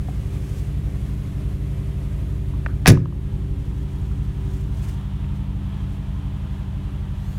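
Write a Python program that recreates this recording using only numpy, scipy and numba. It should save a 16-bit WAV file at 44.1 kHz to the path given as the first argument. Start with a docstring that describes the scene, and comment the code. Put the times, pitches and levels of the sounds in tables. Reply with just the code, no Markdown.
"""Off-roader door slam, open car park

Close by, a V8 idles at the tailpipes: summed exhaust orders, throbbing pipe noise and a humming pump.
The heavy rear door slams: latch strikes and chatter ring steel bands, seal pushes drive body modes.
The phone's microphone rises, then backs away: hiss gives way to distant traffic (shaped noise).
Cloth swishes, small knocks sound, and a thin whine spins up at the end.
The phone's gain control ducks after the bang."""
import sys
import numpy as np
from scipy import signal
from scipy.fft import rfft, irfft
from scipy.io import wavfile
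from scipy.ndimage import uniform_filter1d
from numba import njit

SR = 44100
rng = np.random.default_rng(int(sys.argv[2]) if len(sys.argv) > 2 else 0)


def persist_wave(psi):
    """Save psi, clipped to +-1, as 16-bit WAV."""
    counts = np.round(np.clip(psi, -1, 1) * 32767).astype(np.int16)
    wavfile.write(sys.argv[1], SR, np.atleast_2d(counts).T)


N = 325458
T = np.arange(N) / SR  # s

# catches of the lock: (t/s, strike level/dB, chatter level/dB, chatter t60/s, low cut f/Hz, high cut f/Hz)
LATCH_CATCHES = [(2.854, -6, -17, 0.06, 480, 1500), (2.8597, 26, -2.5, 0.028, 480, 2900),
                 (2.8675, 14, 2, 0.11, 554, 5200), (2.8763, 23.5, 1.5, 0.056, 700, 14400),
                 (2.8835, 18.5, 0, 0.058, 2400, 11000), (2.901, 7, -11, 0.067, 1800, 8500),
                 (2.914, 2, -28, 0.012, 3000, 14000), (2.92, 3, -18, 0.012, 2000, 14000),
                 (2.926, -6, -17, 0.035, 700, 8000), (2.943, -4, -22, 0.13, 600, 2400)]
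# steel of the lock and the door edge around it: (f/Hz, width/Hz before the minimum, level/dB)
STEEL_RESONANCES = [(750, 150, -2.5), (916, 55, -9), (1052, 70, -5.5), (1210, 136, -4.5), (1500, 52, 0),
                    (1678, 45, -3), (1770, 32, -6), (1906, 290, -2), (2440, 260, -4.5), (2570, 35, -11),
                    (2680, 45, -10), (3250, 500, -9.5), (3646, 46, -6), (3940, 160, -11),
                    (4460, 230, -10.5), (5165, 54, -7), (5700, 1400, -10), (5908, 50, -11),
                    (8000, 3600, -17.5), (9990, 41, -6.5), (10500, 2000, -12.5), (14200, 3000, -13)]
MIN_WIDTH_HZ = 35
# the door pushing on its seal and frame: (t/s, contact time/s, level/dB)
SEAL_BLOWS = [(2.8632, .0012, -18), (2.8778, .0018, -6), (2.8819, .0031, -1), (2.8945, .0012, -7),
              (2.9042, .0035, 3), (2.9121, .0034, 3.5), (2.9211, .0028, 2), (2.9415, .0022, -10),
              (2.9671, .0045, -3)]
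# modes of door skin and cabin: (f/Hz, level/dB, t60/s)
BODY_MODES = [(58.4, -24, 0.95), (84, -25, 0.34), (103.7, -19, 0.49), (122.3, -14, 0.39),
              (144.5, -37, 0.49), (157.3, -1, 0.36), (176.8, -21, 0.36), (188, -18, 0.27),
              (243, -8.5, 0.059), (270.4, -15, 0.37), (320, -4.5, 0.08), (346, -27, 0.97),
              (363, -18.5, 0.19), (388, -7, 0.088), (435, -11.5, 0.095), (465, -13, 0.097),
              (542, -14, 0.12)]
# the door stay clicking as the swing begins: (t/s, level/dB)
STAY_CLICK_EVENTS = [(2.6618, -14.5), (2.6651, -23)]
# ring of the door stay: (f/Hz, width/Hz, level/dB)
STAY_RING = [(576, 230, -17.5), (925, 520, -11.5), (1580, 520, -4.5), (2460, 450, -16), (4400, 2900, -24)]
# the shut door settling in its lock: (t/s, level/dB)
SETTLE_CLICK_EVENTS = [(2.9728, -23), (3.0565, -29.5), (3.124, -40)]
# ring of the settling lock: (f/Hz, width/Hz, level/dB)
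SETTLE_RING = [(480, 200, -9), (1090, 380, 1), (1400, 300, -11), (2850, 400, -19), (5000, 3000, -16)]
# the slam scattered by ground and parked cars: (f/Hz, level/dB, t60/s)
SCATTER_BANDS = [(190, -14, 0.33), (420, -15, 0.3), (750, -6, 0.25), (1310, -6, 0.24), (2600, -14.5, 0.23),
                 (5240, -15.5, 0.22), (10400, -11.5, 0.12)]

# exhaust note: (multiple of the cycle rate, relative level/dB at the bumper, same a few steps back)
EXHAUST_ORDERS = [(3, -20.5, -24.0), (4, -7.0, -3.0), (5, 0.0, 0.0), (6, -22.5, -20.5), (7, -6.0, -1.5),
                  (8, -11.5, -11.0), (9, -5.0, -3.5), (10, -21.0, -21.5), (11, -17.0, -13.0),
                  (12, -4.0, -3.5), (13, -16.0, -13.5), (14, -23.0, -26.5), (15, -23.5, -23.5),
                  (16, -24.0, -19.5), (17, -38.5, -34.0), (18, -35.5, -25.5), (19, -37.5, -28.5),
                  (20, -34.0, -31.5), (21, -37.5, -34.5), (22, -40.0, -30.0), (23, -26.0, -26.5),
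                  (24, -21.5, -19.5), (25, -25.0, -23.5), (26, -31.0, -29.5), (27, -34.0, -35.0),
                  (30, -37.5, -38.5), (32, -39.0, -37.5)]
# cylinders in firing order: (bank, strength/dB)
FIRING_ORDER = [(0, .9), (1, .7), (0, -.9), (0, .1), (1, -.7), (0, -.8), (1, .6), (1, .1)]
# the idle sags a little: (t/s, engine cycle rate f/Hz)
IDLE_RATE = [(0, 11.7085), (1.6, 11.7085), (2.3, 11.6635), (4.7, 11.6525), (6, 11.6705)]
# ragged gas flow in the tailpipe: (f/Hz, width/Hz, level/dB before RUSH_DB)
PIPE_RESONANCES = [(59, 53, -34.5), (126.7, 65, -40), (282.1, 33.5, -49), (350.8, 22, -57),
                   (373, 148, -56.5)]
# pump hum: (t/s, level/dB)
PUMP_LEVEL = [(0, -39), (3.9, -41), (5.7, -35.5), (6.4, -39), (7.3, -37)]
# overtone of the pump hum: (t/s, level/dB)
PUMP_OVERTONE_LEVEL = [(0, -51), (2.7, -48), (3.1, -50.5), (4.4, -49), (5.1, -56), (7.3, -58)]

# small knocks of hinge, trim and shoes: (t/s, level/dB, f/Hz, t60/s)
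SMALL_KNOCKS = [(0.084, -32.5, 680, 0.035), (2.533, -45, 950, 0.1), (2.686, -47, 1400, 0.25),
                (4.112, -49, 1300, 0.12), (5.01, -30, 80.6, 0.1), (5.013, -40, 950, 0.013),
                (5.2422, -40.5, 2150, 0.02)]
# swishes of clothing: (t/s, length/s, level/dB)
CLOTH_SWISHES = [(0.092, 0.29, -60), (0.418, 0.31, -56), (0.6, 0.17, -54.5), (1.048, 0.4, -61),
                 (3.985, 1, -62), (4.543, 0.26, -56.5), (4.86, 0.21, -53), (5.363, 0.042, -61),
                 (5.93, 0.076, -61)]
# spectrum of rubbing fabric, also of the whine's hiss: (f/Hz, relative level/dB)
CLOTH_SPECTRUM = [(1500, 4.5), (2600, 1), (4000, -3), (6000, 0), (8500, -1.5), (11000, -5), (15500, -9.5)]
# spectrum of exhaust hiss near the bumper: (f/Hz, relative level/dB)
HISS_SPECTRUM = [(260, -16.5), (450, -2), (671, -4.5), (712, -9), (767, -10), (826, -13), (1210, -10.5),
                 (1330, -15), (2040, -13.5), (3370, -18), (4960, -25), (11700, -26), (15500, -35)]
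# spectrum of distant traffic and engine fan: (f/Hz, relative level/dB)
TRAFFIC_SPECTRUM = [(260, -46), (450, -20), (470, -7.5), (587, -1.5), (671, -3), (986, 0.5), (1110, -4.5),
                    (1350, -5), (1470, -9.5), (1610, -7), (2190, -11.5), (3270, -9), (4810, -22.5),
                    (9790, -27), (15500, -33)]
# partials of the whine: (multiple of its base frequency, relative level/dB)
WHINE_MULTIPLES = [(2, -1), (3, 0), (3.55, -7), (4.2, -8), (5.4, -8), (6, -1), (6.3, -9)]

# start of a cycle (s), lag of the second bank's longer pipe (cycles), lag in the silencer (cycles per order)
CYCLE_START_S, BANK_LAG, SILENCER_LAG = .0735, .0059, .0113
# the phone's two moves, (start s, end s): up from the bumper, then backwards across the car park
LIFT_S, RETREAT_S = (1.84, 4.84), (3.9, 6.7)
# levels before and after the lift: exhaust hiss, traffic and engine fan
HISS_DB, TRAFFIC_DB = (-49, -59.5), (-58, -49.5)
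# before and after the retreat: level of the exhaust note, gain on the pipe rush
EXHAUST_DB, RUSH_DB = (-24, -27.5), (0.9, -2)
# the rush dips once, briefly
DIP_S, DIP_LENGTH_S, DIP_DB = 5.1, 0.14, -16
# the whine fades in while its base frequency climbs towards the top
WHINE_START_S, WHINE_FADE_S, WHINE_DB = 7.1, .16, -63
WHINE_START_HZ, WHINE_TOP_HZ, SPIN_UP_S = 1400, 2700, .21
TOP_HZ = 15750  # upper limit of the phone's sound


def latch(grain_db=4.0):
    """Each catch strikes once, then chatters and rings the steel; heavy parts are duller, small ones thinner."""
    force, t = np.zeros(N), T[:SR // 4]
    for s, strike_db, chatter_db, t60, low_hz, high_hz in LATCH_CATCHES:
        grains = undb(grain_db * walk(1500)[:len(t)])
        chatter = unit(rng.standard_normal(len(t)) * grains)
        strike = undb(strike_db) * (t == 0)
        contact = strike + undb(chatter_db) * chatter * fade(t, t60)
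        part = signal.butter(2, [low_hz, min(high_hz, TOP_HZ)], "band", fs=SR, output="sos")
        add(force, s, signal.sosfilt(part, contact))
    return sum(undb(db) * band(force, hz, max(width, MIN_WIDTH_HZ)) for hz, width, db in STEEL_RESONANCES)


def boom():
    """The door lands in several pushes; the longer the contact, the deeper the panels answer."""
    force, t = np.zeros(N), T[:SR]
    for s, contact_s, db in SEAL_BLOWS:
        push = np.hanning(int(contact_s * SR) + 2)
        add(force, s, undb(db) * push / push.sum())
    panels = sum(undb(db) * np.sin(2 * np.pi * hz * t) * fade(t, t60) for hz, db, t60 in BODY_MODES)
    answer = signal.fftconvolve(force, panels)[:N]
    # very slow panel motion only shoves air around the car and does not radiate
    return signal.sosfilt(signal.butter(2, 40, "high", fs=SR, output="sos"), answer)


def clicks(events, ring):
    """A steel part drops into place: single impulses excite its resonances."""
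    force = np.zeros(N)
    for s, db in events:
        add(force, s, undb([db]))
    # the bandwidth factor evens out the peak of wide and narrow bands
    return sum(undb(db) * band(force, hz, width, order=3) * SR / (2 * width) for hz, width, db in ring)


def scatter(x, build_s=0.0071):
    """Ground and parked cars return a short open-air tail whose treble dies first."""
    t = T[:SR // 2]
    tail = 0
    for hz, db, t60 in SCATTER_BANDS:
        hiss = band(rng.standard_normal(len(t)), hz, 1.04 * hz, order=2)
        decay = fade(t, t60) / np.sqrt(t60 * SR / np.log(10 ** 6))  # unit energy
        tail = tail + undb(db) * hiss * decay
    build_up = 1 - np.exp(-t / build_s)
    return signal.fftconvolve(x, tail * build_up)[:N]


def exhaust_note(turns, uneven_db=-0.5):
    """Uneven firings line the cycle's harmonics up into one heavy beat; the silencer delays higher orders."""
    # the two tailpipes add up differently as the phone backs away from the bumper
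    away = ramp(*RETREAT_S)
    bank, strength_db = np.transpose(FIRING_ORDER)
    firings = np.arange(len(bank)) / len(bank) + BANK_LAG * bank
    note = 0
    for k, close_db, far_db in EXHAUST_ORDERS:
        beat = np.sum(undb(strength_db) * np.exp(-2j * np.pi * k * firings))
        phase = 2 * np.pi * k * (turns - SILENCER_LAG * k) + np.angle(beat)
        note = note + undb(close_db + away * (far_db - close_db)) * np.cos(phase)
    return unit(note) * undb(moved(EXHAUST_DB, RETREAT_S) + uneven_db * walk(24))


def pipe_rush(turns, throb=0.29):
    """Ragged gas excites the tailpipe resonances and throbs four times a cycle."""
    rush = sum(undb(db) * unit(band(rng.standard_normal(N), hz, width, order=2))
               for hz, width, db in PIPE_RESONANCES)
    throbbing = rush * (1 + throb * np.cos(2 * np.pi * 4 * turns))
    return throbbing * undb(moved(RUSH_DB, RETREAT_S) + DIP_DB * swell(DIP_S, DIP_LENGTH_S))


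def pump(turns, ratio=16.6):
    """A belt-driven pump hums at a fixed multiple of the cycle rate, with phase and level wander."""
    shaft = 2 * np.pi * (ratio * turns + 0.091 * walk(10))
    hum_db = np.interp(T, *np.transpose(PUMP_LEVEL)) + 0.98 * walk(3.02)
    overtone_db = np.interp(T, *np.transpose(PUMP_OVERTONE_LEVEL)) + 2 * walk(6.4)
    return unit(np.sin(shaft)) * undb(hum_db) + unit(np.sin(2 * shaft)) * undb(overtone_db)


def engine():
    """The lumpy V8 repeats its firing pattern every cycle; note, pipe rush and pump share its turns."""
    turns = np.cumsum(np.interp(T, *np.transpose(IDLE_RATE))) / SR - IDLE_RATE[0][1] * CYCLE_START_S
    return exhaust_note(turns) + pipe_rush(turns) + pump(turns)


def knocks(spread=0.37, tick_db=-31):
    """Short dry knocks: decaying noise in a band around each pitch, with a faint tick on top."""
    out, t = np.zeros(N), T[:SR // 4]
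    for s, db, hz, t60 in SMALL_KNOCKS:
        contact = rng.standard_normal(len(t)) * fade(t, t60)
        ring = band(contact, hz, spread * hz, order=2) * np.sqrt(SR / (2 * spread * hz))
        tick = undb(tick_db) * band(contact, 3500, 5000)
        add(out, s, undb(db) * (ring + tick))
    return out


def clothes(grain_db=1.8):
    """Fabric slides over fabric near the microphone: grainy noise in soft swells."""
    rubbing = sum(undb(db) * swell(s, length) for s, length, db in CLOTH_SWISHES)
    return rubbing * noise(CLOTH_SPECTRUM) * undb(grain_db * walk(90))


def whine(hiss_db=3):
    """A thin, hissy whine spins up at the end: jittered partials over shaped noise."""
    spin_up = np.exp(-np.maximum(T - WHINE_START_S, 0) / SPIN_UP_S)
    hz = WHINE_TOP_HZ + (WHINE_START_HZ - WHINE_TOP_HZ) * spin_up
    lines = 0
    for k, db in WHINE_MULTIPLES:
        turns = np.cumsum(hz * (1 + .007 * walk(400))) / SR
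        lines = lines + undb(db) * np.sin(2 * np.pi * k * turns)
    fade_in = ramp(WHINE_START_S, WHINE_START_S + WHINE_FADE_S)
    return undb(WHINE_DB) * fade_in * (unit(lines) + undb(hiss_db) * noise(CLOTH_SPECTRUM))


def air():
    """Exhaust hiss near the bumper gives way to the wash of distant traffic and the engine fan."""
    hiss = noise(HISS_SPECTRUM) * undb(moved(HISS_DB, LIFT_S) + .6 * walk(40.1))
    traffic = noise(TRAFFIC_SPECTRUM) * undb(moved(TRAFFIC_DB, LIFT_S) + 0.63 * walk(8.9))
    return hiss + traffic


def mirrored(x, echo=0.13):
    """Bodywork and concrete send sound back a few milliseconds late, the lag growing steadily."""
    lags_s = (0.00231 + 0.000404 * T, .0071 + .0001 * T)
    return x + echo * sum(np.interp(T - lag, T, x) for lag in lags_s)


def undb(db):
    """Decibels to gain."""
    return 10 ** (np.asarray(db) / 20)


def unit(x):
    """Scale to an rms of one."""
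    return x / np.sqrt(np.mean(x ** 2))


def band(x, hz, width, order=1):
    """Resonance with gain one at its centre."""
    low = np.hypot(hz, width / 2) - width / 2  # edges whose geometric mean is hz
    high = min(low + width, SR / 2 - 100)
    return signal.sosfilt(signal.butter(order, [low, high], "band", fs=SR, output="sos"), x)


def noise(points):
    """Noise of unit rms with a spectrum through (f/Hz, level/dB) points."""
    hz, db = np.transpose(points)
    f = np.maximum(np.arange(N // 2 + 1) * SR / N, 1)
    shape = undb(np.interp(np.log(f), np.log(hz), db, left=-120))
    return unit(irfft(rfft(rng.standard_normal(N)) * shape, N))


def walk(rate):
    """Smooth random wander of unit rms, drawing a new value `rate` times a second."""
    k = int(SR / rate)
    steps = np.repeat(rng.standard_normal(N // k + 1), k)
    return unit(uniform_filter1d(uniform_filter1d(steps, k), k)[:N])


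def fade(t, t60):
    """Free decay, 60 dB in t60 seconds."""
    return np.exp(-np.log(1000) * t / t60)


def swell(s, length):
    """A soft bell-shaped rise and fall around a moment."""
    return np.exp(-(2 * (T - s) / length) ** 2)


def ramp(start_s, end_s):
    """Progress of a steady move, from zero to one."""
    return np.clip((T - start_s) / max(end_s - start_s, .01), 0, 1)


def moved(levels_db, move_s):
    """A level in dB that slides from its first value to its second during a move."""
    before, after = levels_db
    return before + (after - before) * ramp(*move_s)


def add(out, s, x):
    """Mix a sound in at a given time in seconds."""
    i = int(s * SR)
    out[i:i + len(x)] += x[:N - i]


def scene(latch_db=0, boom_db=0):
    """Door, engine and car park at one microphone."""
    slam = undb(latch_db) * latch() + undb(boom_db) * boom()
    stay = clicks(STAY_CLICK_EVENTS, STAY_RING)
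    settling = clicks(SETTLE_CLICK_EVENTS, SETTLE_RING)
    door = stay + slam + scatter(slam) + settling
    return (door + engine() + knocks() + clothes() + whine() + mirrored(air()))[None]


@njit
def follow(x, attack, release):
    """Level follower, quick to rise and slow to fall."""
    out, e = np.empty(len(x)), 0.
    for i in range(len(x)):
        e += (x[i] - e) * (attack if x[i] > e else release)
        out[i] = e
    return out


def record(dry, release_s=0.52):
    """The phone's gain control ducks after the bang, the peaks are rounded and the top is cut."""
    ceiling, attack_s, knee = .55, .012, 6
    level = follow(np.abs(dry[0]), 1 / (attack_s * SR), 1 / (release_s * SR))
    held = dry * np.minimum(1, ceiling / (level + 1e-9))
    rounded = held / (1 + np.abs(held) ** knee) ** (1 / knee)
    return signal.sosfilt(signal.ellip(8, .2, 70, TOP_HZ, fs=SR, output="sos"), rounded)


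dry = scene()
out = record(dry)
persist_wave(out)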